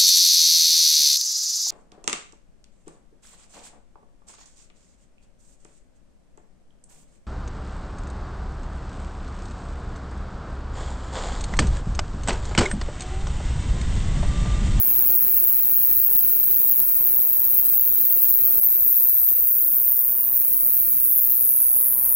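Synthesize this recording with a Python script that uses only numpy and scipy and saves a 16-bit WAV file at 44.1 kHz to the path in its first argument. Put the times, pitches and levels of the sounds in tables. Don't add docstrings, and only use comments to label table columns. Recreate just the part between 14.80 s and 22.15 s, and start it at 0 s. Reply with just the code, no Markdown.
import sys
import numpy as np
from scipy import signal
from scipy.fft import next_fast_len
from scipy.io import wavfile
from scipy.ndimage import uniform_filter1d

SR = 44100
rng = np.random.default_rng(int(sys.argv[2]) if len(sys.argv) > 2 else 0)


def level_to_linear(level):
    exponent = np.asarray(level, float) / 20
    return 10 ** exponent


def file_out(sig):
    cols = np.atleast_2d(sig).T
    lim = np.clip(cols, -1, 1)
    pcm = np.round(lim * 32767).astype(np.int16)
    wavfile.write(sys.argv[1], SR, pcm)


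N = 324135
SECONDS = np.arange(N) / SR
SIDES = np.array([[1], [-1]])
STROKES_PER_S = 124.8
SPLICE_S = 3.805
SECOND_PLACE_ENDS_S = 4.45


def rms_one(x):
    return x / np.sqrt(np.mean(x ** 2) + 1e-20)


def in_time(rows):
    s, *columns = np.transpose(rows)
    return np.array([np.interp(SECONDS, s, c) for c in columns])


def at_hz(points, hz):
    where, value = np.transpose(points)
    return np.interp(np.log(hz), np.log(where), value)


def drift(rate_hz):
    r = np.exp(-2 * np.pi * rate_hz * 40 / SR)
    slow = signal.lfilter([1], [1, -2 * r, r * r], rng.standard_normal(N // 40 + 2002))[2000:]
    return np.interp(np.arange(N) / 40, np.arange(len(slow)), rms_one(slow))


def band(x, low_hz, high_hz, order=2):
    return signal.sosfilt(signal.butter(order, [low_hz, high_hz], "band", fs=SR, output="sos"), x)


def bumps(rows, height):
    return sum(height(level) * np.exp(-((SECONDS - when) / width) ** 2) for when, level, width in rows)


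# time in the stroke in ms, tooth rate in Hz.
SLIDE = [(0, 17310), (.7, 15740), (1.6, 15230), (2.5, 14330), (3.1, 13660), (3.6, 12580), (4.3, 11280),
         (5.0, 8950), (5.5, 8650)]
# time in seconds, how far the stroke clock is ahead in strokes.
PACE = [(0, -.161), (.9, .109), (1.5, .35), (2.7, .134), (3.3, .006), (3.8, .18), (3.81, -.05),
        (4.25, -.086), (4.85, -.053), (5.25, .043), (5.45, 0), (5.88, .133), (6.32, .157), (6.87, .055),
        (7.35, -.089)]
ZONES_HZ = [15400, 14300, 13200, 12100, 10400, 9400]


def strokes(late_s, zone_db, chance, own, jitter_ms=.05, uneven_db=1.1, wander_rad=.8):
    ahead = in_time(PACE)[0]
    clock = STROKES_PER_S * (SECONDS - late_s) + ahead + 2.25
    nth = clock.astype(int)
    ms = (clock - nth) * 1000 / STROKES_PER_S + jitter_ms * chance[nth, 0]

    grid = np.linspace(-1, 9, 2001)
    pitch = np.interp(grid, *np.transpose(SLIDE))
    turns = np.interp(ms, grid, np.cumsum(pitch) * (grid[1] - grid[0]) / 1000)
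    slowing = uniform_filter1d(-np.gradient(pitch, grid), size=120)
    speed = np.interp(ms, grid, slowing)
    hz = np.interp(ms, grid, pitch)

    top, *_, lowest = zone_db
    knots = [(8400, lowest - 20), *zip(ZONES_HZ[::-1], zone_db[::-1]), (16900, top - 4)]
    where = [knot_hz for knot_hz, _ in knots]
    level_db = 0
    for one, (_, knot_db) in zip(np.eye(len(knots)), knots):
        level_db = level_db + np.interp(hz, where, one) * knot_db

    gate = np.clip(ms / .8, 0, 1) * np.clip((SLIDE[-1][0] - ms) / .3, 0, 1)
    quick = np.sqrt(np.maximum(speed, 0) / 1000)
    height = level_to_linear(level_db + 10.5 + uneven_db * chance[nth, 1]) * quick * gate
    start = wander_rad * np.cumsum(chance[:, 2])[nth]
    apart = own[nth] * np.clip((14900 - hz) / 2000, 0, 1)
    return height * np.sin(2 * np.pi * turns + start + apart)


# time in seconds, nearness in dB, sway 0-1, turn away 0-1.
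HAND = [(0, 1.4, 0, 0.15), (3.3, 1.1, 0, 0.07), (4.45, 1.6, 0.16, 0.05), (4.7, 0.1, 0.25, 0.13),
        (5.1, -2, 0.86, 0.14), (5.45, -5.5, 1, 0.08), (5.6, -3, 0.93, 0.18), (5.77, -3, 0.83, 0.29),
        (5.88, 0.5, 0.55, 0.47), (5.99, 0.4, 0.4, 0.26), (6.15, -1.9, 0.81, 0.25), (6.32, -1, 0.4, 0.7),
        (6.45, 1.6, 0.07, 0.49), (6.65, 1.3, 0, 0.7), (6.8, -1, 0.54, 0.75), (6.98, -0.1, 0.35, 0.79),
        (7.15, -3.5, 0.3, 0.91), (7.35, 0.9, 0.12, 0.72)]
FIRST_PLACE = [(-19.5, -23.5, -26.5, -32, -41.5, -40), (0.5, 2, 14.5, 8, 1, 14.5)]
SECOND_PLACE_ADDS = [(0.58, -1.3, 2.9, -0.2, -2.5, -0.48), (-0.84, 1.6, .1, -14, 8, 0.19)]
SWAY_ADDS = [(-.6, 10.6, 0.5, 4.5, 6.4, 12), (3.5, .1, -27.5, -2, 0.61, 0.5)]
TURN_ADDS = [(-4, 3.4, 10, -1.5, -0.7, -3), (-7.5, 3.4, -4, -34, -38.5, -49.5)]


def heard_zones(leaving_s=.2):
    near_db, sway, turn = in_time(HAND)
    second = (SECONDS > SPLICE_S) * np.clip(1 - (SECONDS - SECOND_PLACE_ENDS_S) / leaving_s, 0, 1)
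    shares = (1, second, sway, turn)
    tables = (FIRST_PLACE, SECOND_PLACE_ADDS, SWAY_ADDS, TURN_ADDS)
    levels, pans = sum(share * np.array(table)[:, :, None] for share, table in zip(shares, tables))
    return levels + near_db, pans


def echo_ms():
    first, second = np.array([[.972], [.516]]), np.array([[.838], [.842]])
    shrunk = .035 * np.clip(SECONDS - SECOND_PLACE_ENDS_S, 0, 2) ** 3
    return np.where(SECONDS > SPLICE_S, second - shrunk, first)


def cancel(x, dip_hz, width_hz, share):
    wobbling_hz = dip_hz + 90 * drift(9.3)
    turn = np.exp(2j * np.pi * np.cumsum(wobbling_hz) / SR)
    r = np.exp(-2 * np.pi * width_hz / SR)
    near_dip = turn * signal.lfilter([1 - r], [1, -r], x / turn)
    return x - 2 * np.clip(share, 0, 1) * near_dip.real


# time in seconds, phase in radians.
LOW_TURN = [(0, 1.5), (3.8, 1.5), (3.82, -2.6), (4.45, -2.6), (4.7, 0), (7.35, 0)]


def bend_low(x):
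    low = signal.sosfiltfilt(signal.butter(8, 11200, fs=SR, output="sos"), x)
    turned = signal.hilbert(low, next_fast_len(N))[:N] * np.exp(1j * in_time(LOW_TURN)[0])
    return x - low + turned.real


def bush(x, scatter_db, t60, stirred_db):
    s = np.arange(5000) / SR
    spray = rng.standard_normal(len(s)) * level_to_linear(-60 * s / t60) * (s > .002)
    wet = signal.fftconvolve(x, spray / np.sqrt(np.sum(spray ** 2)))[:N]
    stirred = (signal.hilbert(wet, next_fast_len(N))[:N] * np.exp(2j * drift(165.0))).real
    deep = band(band(stirred, 8500, 11300)[::-1], 8500, 11300)[::-1]
    return level_to_linear(scatter_db) * wet + level_to_linear(stirred_db) * (stirred + 1.3 * deep)


# time in seconds, left later than right in microseconds.
LEFT_LAG = [(0, 173), (3.8, 166), (3.82, 288), (4.45, 290), (4.65, 282.5), (5.55, 272), (5.7, 243),
            (5.85, 244), (6.0, 236), (6.15, 250), (6.25, 260), (6.3, 254), (6.43, -7), (6.9, -36.5),
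            (7.1, -69), (7.35, -50)]
# time in seconds, echo level in dB, cancelled share 0-1,
# cancelled pitch at the left port in Hz, at the right port in Hz.
LEAF = [(0, -5, .6, 12450, 11500), (3.8, -5, .6, 12450, 11500), (3.82, -8, .7, 10900, 11200),
        (4.45, -8, .7, 10950, 11250), (4.6, -8, .4, 11400, 11400), (5.5, -9, .4, 11700, 11800),
        (5.75, -10, .9, 11200, 11600), (5.95, -11, .85, 11300, 11600), (6.1, -11, .3, 11200, 11500),
        (6.3, -15, .4, 11700, 9800), (6.42, -17, .9, 11900, 10100), (6.55, -20, .9, 12300, 11300),
        (6.72, -20, .95, 11900, 12100), (6.9, -20, .8, 11600, 12600), (7.1, -20, .7, 11000, 13800),
        (7.35, -20, .6, 11500, 14800)]
# time in seconds, share 0-1, left pitch in Hz, right in Hz.
STEM = [(0, .6, 13800, 14800), (3.8, .6, 13800, 14800), (3.82, .5, 13800, 14900), (4.6, .5, 13800, 14900),
        (5.45, .5, 13300, 13400), (6.0, .6, 14200, 14700), (6.3, .5, 14900, 15400),
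        (6.45, .5, 14500, 14500), (6.8, .5, 14700, 13000), (7.1, .6, 14900, 12600),
        (7.35, .5, 15000, 13000)]


def katydid():
    levels, pans = heard_zones()
    lag_s = in_time(LEFT_LAG)[0] * 1e-6
    thin_db = np.array([[0], [0], [-1.5], [-14], [-9.0], [-9.0]])
    chance = rng.standard_normal((1000, 3))
    echo_db, leaf_share, *leaf_hz = in_time(LEAF)
    stem_share, *stem_hz = in_time(STEM)
    ports = []
    for side, ms, dip_hz, upper_hz in zip((1, -1), echo_ms(), leaf_hz, stem_hz):
        heard = levels + side * (pans - .8) / 2
        own = .55 * rng.standard_normal(1000)
        arrival = side * lag_s / 2
        echo = level_to_linear(echo_db) * strokes(arrival + ms / 1000, heard + thin_db, chance, own)
        near = strokes(arrival, heard, chance, own) + echo
        whole = near + bush(near, scatter_db=-12.0, t60=0.13, stirred_db=-9.0)
        without_leaf = cancel(whole, dip_hz, 450, leaf_share)
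        ports.append(cancel(without_leaf, upper_hz, 250, stem_share))
    ports[0] = bend_low(ports[0])
    facing = signal.sosfilt(signal.cheby2(8, 35, 8000, "high", fs=SR, output="sos"), ports)
    away = signal.sosfiltfilt(signal.butter(10, 9500, "high", fs=SR, output="sos"), facing)
    return facing + np.clip(1.2 * in_time(HAND)[2 - 0], 0, 1) * (away - facing)


# time in seconds, rise in dB, width in seconds.
SWELLS = [
    (3.72, 2, 0.11),
    (5.45, 2, 0.3),
    (7.33, 5, 0.37),
]


def air_levels():
    since = np.clip(SECONDS - SPLICE_S, 0, 2.73)
    settling_db = 5.5 * np.exp(-SECONDS / 0.85)
    air_db = -49 + settling_db - 1 * since + bumps(SWELLS, float)
    return air_db, -2 * since


# frequency in Hz, level in dB per Hz.
AIR = [(12, -40), (20, -1.5), (49, 3.5), (96, -2), (120, -2.5), (150, -3), (246, -2.5), (279, -2.5),
       (366, -4), (405, -8), (494, -6.5), (1330, -9), (2500, -12.5), (3800, -19), (5200, -14), (6000, -17),
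       (6700, -15.5), (7600, -19), (9880, -3.5), (16700, -120)]
# frequency in Hz, left-right likeness 0-1.
LIKENESS = [(25, .95), (60, .65), (125, .4), (250, .5), (600, .2), (1500, 0), (15000, 0)]


def night_air(patchy_db=1.5):
    air_db, rustle_db = air_levels()
    out = 0
    edges = 20 * 2 ** np.arange(0, 9.1, .25)
    white, together = rng.standard_normal((2, 2, N)), drift(0.18)
    for k, (low, high) in enumerate(zip(edges, edges[1:])):
        mid, side = band(white[k % 2], low, high)
        hz = np.sqrt(low * high)
        alike = np.clip(at_hz(LIKENESS, hz), 0, .95)
        upper_db = rustle_db * (hz > 2700)
        gain = level_to_linear(at_hz(AIR, hz) + upper_db + patchy_db * (0.18 * together + drift(22.7)))
        out = out + gain * (np.sqrt(1 + alike) * mid + np.sqrt(1 - alike) * side * SIDES)
    return level_to_linear(air_db + 3.0 + 2.53 * SIDES) * rms_one(out)


# start in seconds, hum level in dB, sag in dB per second.
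AIMS = [
    (0, -24, -0.2),
    (3.799, -30, -1),
    (5.63, -20.5, 4.5),
    (6.85, -33.5, -7),
]


def rectified_hum(dry):
    level_db = np.zeros(N)
    for start, aimed_db, sag in AIMS:
        level_db = np.where(SECONDS >= start, aimed_db - sag * (SECONDS - start), level_db)
    level_db = uniform_filter1d(level_db, size=2500)
    hum = band(dry ** 2, 187, 790, order=1)
    hum = hum + hum.mean(axis=0)
    hum = signal.sosfilt(signal.butter(2, 900, fs=SR, output="sos"), hum)
    return level_to_linear(level_db + 2.4 * drift(1.94) + SIDES) * hum


# frequency in Hz, threshold in dB.
MASK = [(900, -12), (1500, -6.5), (3000, -5.5), (4500, -4), (6500, -3.5), (7100, 0), (8000, -.5),
        (8500, -3), (9200, -6), (11000, -6), (12400, -7), (13000, -30)]


def drop_masked(x, fickle_db=2.0):
    hz, s, cells = signal.stft(x, SR, window="cosine", nperseg=2048)

    def smooth(power, bins, frames):
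        return uniform_filter1d(uniform_filter1d(power, size=bins, axis=1), size=frames, axis=2)

    power = np.abs(cells) ** 2 + 1e-20
    around = smooth(power, 64, 20)
    whim = uniform_filter1d(rng.standard_normal(power.shape), size=3, axis=2) * 2
    threshold_db = at_hz(MASK, hz + 1)[:, None] + fickle_db * whim
    kept = smooth(power, 8, 2) > around * level_to_linear(2 * threshold_db)
    folded = np.interp(s, SECONDS, uniform_filter1d(folded_share(), size=700)) > .5
    kept |= folded & (s < 6)
    kept = np.repeat(kept[:, 4::8], 8, axis=1)
    cells[:, :kept.shape[1]] *= kept
    left_over = smooth(np.abs(cells) ** 2 + 1e-20, 64, 20)
    cells *= np.minimum(np.sqrt(around / left_over), 2)
    return signal.istft(cells, SR, window="cosine", nperseg=2048)[1][:, :N]


def sum_and_difference(x):
    return np.array([x[0] + x[1], x[0] - x[1]]) / np.sqrt(2)


# start in seconds, length in ms.
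FOLDS = [(.262, 30), (.373, 26), (.565, 20), (.677, 22), (.957, 22), (1.029, 23), (1.236, 47), (1.374, 23),
         (1.749, 23), (1.885, 47), (2.262, 15), (2.768, 47), (2.953, 47), (3.009, 15), (3.073, 18),
         (3.21, 14), (3.305, 30), (3.418, 46), (3.49, 22), (3.537, 22), (3.652, 29), (3.835, 39),
         (4.044, 23), (4.108, 27), (4.164, 23), (4.236, 16), (4.484, 16), (4.765, 23), (5.564, 16),
         (6.29, 149)]
FLICKS = [.354, 1.332, 2.363, 2.597, 2.744, 3.25, 3.689, 4.708, 5.187, 5.733, 5.936, 6.799, 7.286]


def folded_share(ramp_ms=2, lead_ms=1, flick_ms=9):
    ms, share = SECONDS * 1000, np.zeros(N)
    for s, length in FOLDS + [(s, flick_ms) for s in FLICKS]:
        inside_ms = np.minimum(ms - s * 1000 + lead_ms, s * 1000 + length - ms)
        share = np.maximum(share, .95 * np.clip(inside_ms / ramp_ms + .6, 0, 1))
    return share


def fold_treble(x, above_hz=13500, smear_db=-14):
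    treble = signal.sosfiltfilt(signal.butter(10, above_hz, "high", fs=SR, output="sos"), x)
    shared = treble[0] + 0.7 * treble[1] + level_to_linear(smear_db) * np.roll(treble[0], 60)

    def running_power(v):
        return uniform_filter1d(v ** 2, size=1400) + 1e-12

    shared = shared * np.sqrt(running_power(treble) / running_power(shared)) * level_to_linear(0.1)
    share = folded_share()
    return x - treble + np.sqrt(1 - share ** 2) * treble + share * shared


# time in seconds, peak in dB, left minus right in dB.
TICKS = [(.2977, -37.5, -15), (3.488, -41, 28), (5.7164, -47.5, -26), (5.85, -44.5, -16),
         (6.975, -45.5, -23), (7.206, -42.5, 0), (7.224, -45, 8), (1.04, -41.5, 25), (1.3908, -36, 12),
         (2.774, -31.5, -9), (2.863, -44, 32), (3.2066, -38, -11), (3.2243, -37.5, 19), (3.4533, -41, 38),
         (4.2393, -47.5, -33), (4.4897, -35.5, -23), (4.7655, -46.5, -24), (5.164, -39.5, 18.5),
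         (5.628, -47.5, 23.5), (5.938, -42, 6), (6.0531, -40, -11), (6.094, -44, -15), (6.135, -39, 14),
         (6.159, -43, -12), (6.248, -42, -11), (6.6598, -50, -15), (6.6598, -48, -16), (6.692, -47, -28),
         (6.788, -42, 5.5)]


def ticks():
    out = np.zeros((2, N + 400))
    for s, peak_db, pan_db in TICKS:
        size = level_to_linear(peak_db + 18.0 + pan_db / 2 * SIDES[:, 0])
        at = round(s * SR) + 30
        out[:, at] += size
        out[:, at + round(SR / STROKES_PER_S)] -= size * level_to_linear(-11.5)
    return band(out[:, :N] + 1e-18, 5550, 22000)


# time in seconds, level in dB, width in seconds.
CARS = [
    (5.479, -51, 0.093),
    (7.22, -52, 0.48),
]


def far_car():
    return bumps(CARS, level_to_linear) * rms_one(band(rng.standard_normal((2, N)), 730, 1130))


def scene():
    join = 1 - .6 * np.exp(-((SECONDS - SPLICE_S) / .006) ** 2)
    return (katydid() + night_air() + ticks() + far_car()) * join


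def low_pass(x):
    return signal.sosfilt(signal.butter(12, 16810, fs=SR, output="sos"), x)


def record(dry):
    x = drop_masked(fold_treble(dry + rectified_hum(dry)))
    x = sum_and_difference(drop_masked(sum_and_difference(x)))
    x = signal.sosfiltfilt(signal.ellip(10, .1, 50, 15800, fs=SR, output="sos"), x)
    return low_pass(x)


dry = scene()
out = record(dry)
file_out(out)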